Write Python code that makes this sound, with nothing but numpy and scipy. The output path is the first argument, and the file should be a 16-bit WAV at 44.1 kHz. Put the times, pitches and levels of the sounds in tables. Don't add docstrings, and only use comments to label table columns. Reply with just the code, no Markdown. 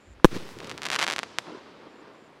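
import sys
import numpy as np
from scipy import signal
from scipy.io import wavfile
from scipy.ndimage import uniform_filter1d

SR = 44100
rng = np.random.default_rng(int(sys.argv[2]) if len(sys.argv) > 2 else 0)


def file_out(sig):
    cols = np.atleast_2d(sig).T
    lim = np.clip(cols, -1, 1)
    pcm = np.round(lim * 32767).astype(np.int16)
    wavfile.write(sys.argv[1], SR, pcm)


N = 105840

# (frequency [Hz], relative level [dB])
HUSH_COLOUR = [(30, -21), (70, -23), (167, -1.5), (374, 0), (774, -8), (2080, -12), (4800, -22.5),
               (5900, -27.5), (9000, -33.5), (14000, -44), (15200, -54)]
HUSH_DB = -56.5
# (time [s], level [dB])
WIND_LEVELS = [
    [(0.0, -90), (0.088, -48), (0.126, -48.5), (0.154, -57), (0.198, -47), (0.22, -75)],
    [(0.3, -67), (0.37, -49), (0.46, -74), (0.57, -54), (0.608, -69), (0.65, -51), (0.69, -62),
     (0.746, -51), (0.78, -67), (2.4, -78.5)],
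]
WIND_HZ = [62, 86]
# (start [s], length [s], level [dB])
CHIRPS = [(0.0, .14, -71), (1.885, .13, -76), (2.13, .15, -77)]
CHIRP_HZ, CHIRP_WIDTH_HZ, TEETH_PER_S = 7200, 290, 156

# (time [s], peak [dB], pitch [Hz])
THUDS = [(0.1997, -38, 1270), (0.3292, -28, 317), (.3569, -33.5, 424), (0.3668, -26, 264),
         (0.5706, -33, 380), (0.617, -33, 1000), (0.6296, -35, 500), (0.662, -46, 360), (0.729, -38, 440),
         (0.75, -33, 360), (1.4824, -35, 915), (1.5055, -32.5, 553), (1.5247, -32, 365),
         (1.534, -33.5, 313), (1.55, -34, 332), (1.574, -37.5, 375), (1.788, -41, 320),
         (1.8703, -39.5, 340), (1.9438, -42, 312), (2.0264, -42.5, 414), (2.2255, -43, 285)]
THUD_TURNS = 0.78

# (time [s], level [dB re clipping], drive into squaring off [dB], top frequency [Hz])
BURST = [(.24552, 1.7, 19, 6600), (.25137, -2.7, 17, 2100)]
BLAST_HZ, BLAST_RAD = 534, 0.3
BLAST_DIE_S, BLAST_SLOW_S = 0.002, 0.00254
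# (sign, level [dB], decay [s])
SUCTION = [(-1, -7.6, .0064), (-1, -9.84, .0396), (1, -13.72, .0683)]
FIZZ_DB, FIZZ_S, FIZZ_HZ = -16, 0.0047, 2380
HISS_DB, HISS_S, HISS_HZ = -43, 1, 1500
# (start [s], length [s], level [dB])
HISS_SWELL = (.478, 0.06, 5.8)

# (time [s], level [dB])
ECHO_LEVELS = [(0.26, -50), (0.39, -47.5), (1.09, -44), (1.2, -51.5), (1.94, -52), (2.4, -61)]
# (start [s], length [s], level [dB])
WALLS = [(0.305, 0.092, -37.5), (0.36, 0.098, -49), (0.586, 0.12, -47.5), (0.707, 0.069, -56.5),
         (1.456, 0.073, -46.5), (1.516, 0.091, -48), (1.954, 0.22, -62)]
# (frequency [Hz], relative level [dB])
EARLY_COLOUR = [(40, -40), (90, 7), (180, -1.5), (330, -6.5), (450, -2), (620, -16), (1200, -14),
                (4500, -19.5), (15000, -41.5)]
# (frequency [Hz], relative level [dB])
LATE_COLOUR = [(60, -48), (120, -13.5), (350, -2), (520, -6), (720, -14), (1000, -7.5), (2000, -20),
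               (5000, -30), (15000, -75)]
ECHOES_PER_S, ECHO_SPREAD_DB = 2600, 0.7
LUMPS_DB, LUMP_S = 1.8, 0.02
FAR_S = 1.1
LOW_CUT_HZ = 95

# (time [s], peak [dB], width [ms])
CRACKS = [(0.4818, -33, 0.08), (0.4907, -27.5, 0.24), (0.5879, -25.5, 0.073), (0.6036, -22.2, 0.121),
          (0.6456, -23.8, 0.081), (0.6723, -26, 0.065), (0.6763, -28.7, 0.105), (0.6961, -18.7, 0.077),
          (0.7017, -21.8, 0.084), (0.7024, -27.9, 0.171), (0.7079, -27.4, 0.165), (0.7146, -16.1, 0.117),
          (0.7231, -27, 0.1), (0.7785, -17.8, 0.087), (0.7845, -24.7, 0.161), (0.8194, -16.1, 0.102),
          (0.8262, -23.5, 0.18), (0.8332, -14.4, 0.081), (0.8393, -23.9, 0.19), (0.8417, -19.6, 0.095),
          (0.8479, -26, 0.2), (0.8527, -23.4, 0.083), (0.8539, -12.2, 0.095), (0.8579, -12.0, 0.087),
          (0.8643, -25.1, 0.183), (0.8654, -12.5, 0.102), (0.8673, -13.9, 0.093), (0.8715, -21, 0.2),
          (0.8732, -22.8, 0.172), (0.887, -15.5, 0.092), (0.8933, -25.8, 0.208), (0.9025, -7.9, 0.1),
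          (0.9161, -10.1, 0.093), (0.9179, -15.7, 0.089), (0.9244, -13.0, 0.119), (0.9282, -12.5, 0.102),
          (0.9297, -21.0, 0.154), (0.9309, -14.3, 0.134), (0.9325, -9.2, 0.092), (0.9347, -23.5, 0.201),
          (0.9358, -20.4, 0.137), (0.9391, -14.4, 0.092), (0.9403, -12.9, 0.106), (0.9464, -9.2, 0.105),
          (0.9514, -24.3, 0.295), (0.954, -11.5, 0.094), (0.956, -11.9, 0.117), (0.9608, -13.3, 0.087),
          (0.9618, -10.2, 0.126), (0.9625, -8.7, 0.12), (0.9668, -22.3, 0.177), (0.9688, -24.7, 0.3),
          (0.9694, -23.2, 0.194), (0.9882, -12.3, 0.108), (0.9905, -12.0, 0.114), (0.9915, -10.4, 0.088),
          (0.9923, -11.2, 0.098), (0.9938, -10.8, 0.11), (0.9946, -21.6, 0.3), (0.9969, -21.3, 0.25),
          (0.9984, -20.9, 0.3), (0.9997, -9.3, 0.104), (1.0061, -20.0, 0.172), (1.0069, -13.0, 0.113),
          (1.0139, -9.0, 0.11), (1.0159, -11.9, 0.133), (1.0193, -11.6, 0.1), (1.0202, -18.1, 0.158),
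          (1.0216, -11.4, 0.106), (1.0251, -22.5, 0.175), (1.0269, -5.5, 0.109), (1.0279, -7.0, 0.107),
          (1.0324, -9.9, 0.126), (1.0337, -16.7, 0.3), (1.0382, -11.1, 0.1), (1.0391, -11.2, 0.104),
          (1.0424, -11.8, 0.1), (1.0435, -15.5, 0.157), (1.0441, -19.0, 0.179), (1.0454, -12.7, 0.111),
          (1.049, -22, 0.17), (1.0669, -9.4, 0.115), (1.0786, -7.7, 0.108), (1.0837, -14.8, 0.177),
          (1.085, -11.8, 0.119), (1.0901, -15.4, 0.098), (1.0913, -21.3, 0.247), (1.0965, -24.6, 0.189),
          (1.1002, -9.1, 0.101), (1.102, -11.7, 0.12), (1.1068, -25.3, 0.3), (1.1105, -9.3, 0.107),
          (1.1172, -17, 0.207), (1.1228, -10.4, 0.081), (1.1297, -21.4, 0.3), (1.1302, -13.4, 0.107),
          (1.1364, -10.8, 0.102), (1.1629, -9.5, 0.106), (1.1833, -12.0, 0.133), (1.1889, -26.3, 0.3),
          (1.1908, -7.5, 0.102), (1.1971, -17.4, 0.197), (1.2322, -12.0, 0.154), (1.2366, -18.4, 0.141),
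          (1.3861, -3.2, 0.103), (1.3917, -28.2, 0.3), (1.4698, -30.0, 0.3)]
CRACK_SHAPE = 2.22
AIR_HZ = 9200
FRONT_MS, FRONT_SHARE = 0.07, 0.5
SCATTER_DB, SCATTER_S = -16.5, 0.0062
CRACK_TAIL_DB, CRACK_TAIL_START_S = -18.5, 0.014
# (frequency [Hz], time to fall 60 dB [s])
CRACK_TAIL_T60 = [(200, 4.5), (800, 13.4), (2500, 4), (6000, 1.64), (14000, 0.39)]
# (frequency [Hz], relative level [dB])
CRACK_TAIL_COLOUR = [(100, 15.5), (400, 5), (1500, -7.5), (5000, 4.5), (14000, 8)]

# (frequency [Hz], side minus mid [dB])
SIDE_COLOUR = [(60, -22), (200, -36), (700, -45), (2380, -66), (8120, -62), (15000, -17)]
RIGHT_DB = 0.08
EDGE_HZ = 16000


def gain_of(db):
    return 10 ** (np.asarray(db) / 20)


def evened(x):
    return x / np.sqrt(np.mean(x ** 2) + 1e-20)


def read(points, hz):
    f, value = np.transpose(points)
    return np.interp(np.log(hz + 1), np.log(f + 1), value)


def add(mix, s, sound):
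    part = mix[round(s * SR):][:len(sound)]
    part += sound[:len(part)]


def shape(x, db_at):
    hz, t, z = signal.stft(x, SR, nperseg=512, noverlap=384)
    coloured = z * gain_of(db_at(hz[:, None], t))
    return signal.istft(coloured, SR, nperseg=512, noverlap=384)[1][:len(x)]


def thin(x):
    return signal.sosfilt(signal.butter(3, LOW_CUT_HZ, "high", fs=SR, output="sos"), x)


def dulled(x, hz):
    r = np.exp(-2 * np.pi * hz / SR)
    return signal.lfilter([1 - r], [1, -r], x)


def arrivals(per_s, spread_db):
    chance, side, luck = rng.random((3, N))
    sign = (chance < per_s / SR) * np.sign(side - 0.5)
    size = (1 - luck * 0.98) ** (-spread_db * np.log(10) / 20)
    return evened(sign * size)


def hush():
    noise = rng.standard_normal(N)
    return gain_of(HUSH_DB) * evened(shape(noise, lambda hz, t: read(HUSH_COLOUR, hz)))


def wind():
    out, t = np.zeros(N), np.arange(N) / SR
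    for gusts, hz in zip(WIND_LEVELS, WIND_HZ):
        band = signal.butter(3, [hz * 0.7, hz * 1.4], "band", fs=SR, output="sos")
        level = gain_of(np.interp(t, *np.transpose(gusts), left=-99, right=-99))
        out += level * evened(signal.sosfilt(band, rng.standard_normal(N)))
    return out


def cricket():
    out, t = np.zeros(N), np.arange(300) / SR
    ring = t * np.exp(-2 * np.pi * CHIRP_WIDTH_HZ * t) * np.sin(2 * np.pi * CHIRP_HZ * t)
    for s, length, db in CHIRPS:
        teeth = np.arange(round(length * SR)) * TEETH_PER_S / SR
        unevenness = gain_of(1.5 * rng.standard_normal(len(teeth)))
        clicks = np.diff(np.floor(teeth), prepend=0) * unevenness
        swell = 0.5 + 0.5 * teeth / teeth[-1]
        add(out, s, gain_of(db) * evened(np.convolve(clicks * swell, ring)))
    return out


def thuds():
    out, t = np.zeros(N), np.arange(-400, 400) / SR
    for s, db, hz in THUDS:
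        fade = np.exp(-(hz * t / THUD_TURNS) ** 2)
        add(out, s + t[0], -gain_of(db) * np.cos(2 * np.pi * hz * t) * fade)
    return thin(out)


def burst():
    out, t = np.zeros(N), np.arange(SR) / SR
    burst_s, bounce_s = BURST[0][0], BURST[1][0]

    turned = 2 * np.pi * BLAST_HZ * BLAST_SLOW_S * (1 - np.exp(-t / BLAST_SLOW_S))
    swing = np.exp(-(t / BLAST_DIE_S) ** 2.26) * np.cos(turned + BLAST_RAD)
    for s, db, drive_db, top_hz in BURST:
        squared_off = np.tanh(gain_of(drive_db) * swing)
        add(out, s, gain_of(db) * dulled(squared_off, top_hz))

    suction = sum(sign * gain_of(db) * np.exp(-t / decay_s) for sign, db, decay_s in SUCTION)
    suction = suction * np.minimum(t / BLAST_DIE_S, 1)

    near, far = rng.standard_normal((2, SR))
    fizz = gain_of(FIZZ_DB) * dulled(near, FIZZ_HZ) * np.exp(-t / FIZZ_S)

    hiss = far - dulled(far, HISS_HZ)
    for _ in range(3):
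        hiss = dulled(hiss, 6500)
    hiss = gain_of(HISS_DB) * hiss * np.exp(-t / HISS_S) * (1 - t)
    start, length, db = HISS_SWELL
    across = (t + burst_s - start) / length * 2 - 1
    hiss = hiss * gain_of(db * np.exp(-across ** 4))

    add(out, burst_s, fizz / 3 + suction + hiss)
    add(out, bounce_s, fizz)
    return out


def echoes():
    t = np.arange(N) / SR
    opening = np.clip((t - BURST[1][0]) / 0.006, 0, 1)
    level = gain_of(np.interp(t, *np.transpose(ECHO_LEVELS))) * opening
    for s, length, db in WALLS:
        add(level, s, gain_of(db) * np.hanning(round(length * SR)) ** 0.5)

    def colour(hz, t):
        late = np.clip((t - BURST[0][0]) / FAR_S, 0, 1)
        return (1 - late) * read(EARLY_COLOUR, hz) + late * read(LATE_COLOUR, hz)

    lumps = evened(uniform_filter1d(rng.standard_normal(N), round(LUMP_S * SR)))
    taps = arrivals(ECHOES_PER_S, ECHO_SPREAD_DB) * gain_of(LUMPS_DB * lumps)
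    return thin(shape(level * taps, colour)) / np.std(shape(taps, colour))


def pulse(width_ms):
    k = CRACK_SHAPE
    u = np.arange(300) / SR * 1000 / width_ms * (0.74 * k)
    push_pull = (k - u) * u ** (k - 1) * np.exp(-u)
    soft = signal.lfilter(*signal.butter(2, AIR_HZ, fs=SR), push_pull)
    return np.roll(soft, 100 - soft.argmax()) / soft.max()


def crackle():
    cracks = np.zeros(N)
    for s, db, width_ms in CRACKS:
        front = FRONT_SHARE * np.clip(1 - 2 * FRONT_MS / width_ms, 0, 1)
        crack = (1 - front) * pulse(width_ms) + front * pulse(FRONT_MS)
        add(cracks, s - 100 / SR, gain_of(db) * crack)

    t = np.arange(N) / SR
    t_near = t[:1500]
    scatter = arrivals(11000, 0.93)[:1500] * np.exp(-t_near / SCATTER_S) * (t_near > 0.0004)
    tail = shape(rng.standard_normal(N) * np.minimum(t / CRACK_TAIL_START_S, 1),
                 lambda hz, t: read(CRACK_TAIL_COLOUR, hz) - 60 * t / read(CRACK_TAIL_T60, hz))
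    space = gain_of(CRACK_TAIL_DB) * tail / np.linalg.norm(tail)
    add(space, 0, gain_of(SCATTER_DB) * scatter / np.linalg.norm(scatter))
    return thin(cracks + signal.fftconvolve(cracks, space)[:N])


def scene():
    mid = burst() + crackle() + echoes() + thuds() + hush() + wind() + cricket()
    smear = rng.standard_normal(400)
    side = signal.fftconvolve(np.clip(mid, -1, 1), smear / np.linalg.norm(smear))[:N]
    side = shape(side, lambda hz, t: read(SIDE_COLOUR, hz))
    return np.array([mid + side, (mid - side) * gain_of(RIGHT_DB)])


def record(dry):
    band_limit = signal.firwin(255, EDGE_HZ, window=("kaiser", 9), fs=SR)[None]
    overloaded = np.clip(dry, -1, 1)
    return np.clip(signal.oaconvolve(overloaded, band_limit, "same"), -1, 1)


dry = scene()
out = record(dry)
file_out(out)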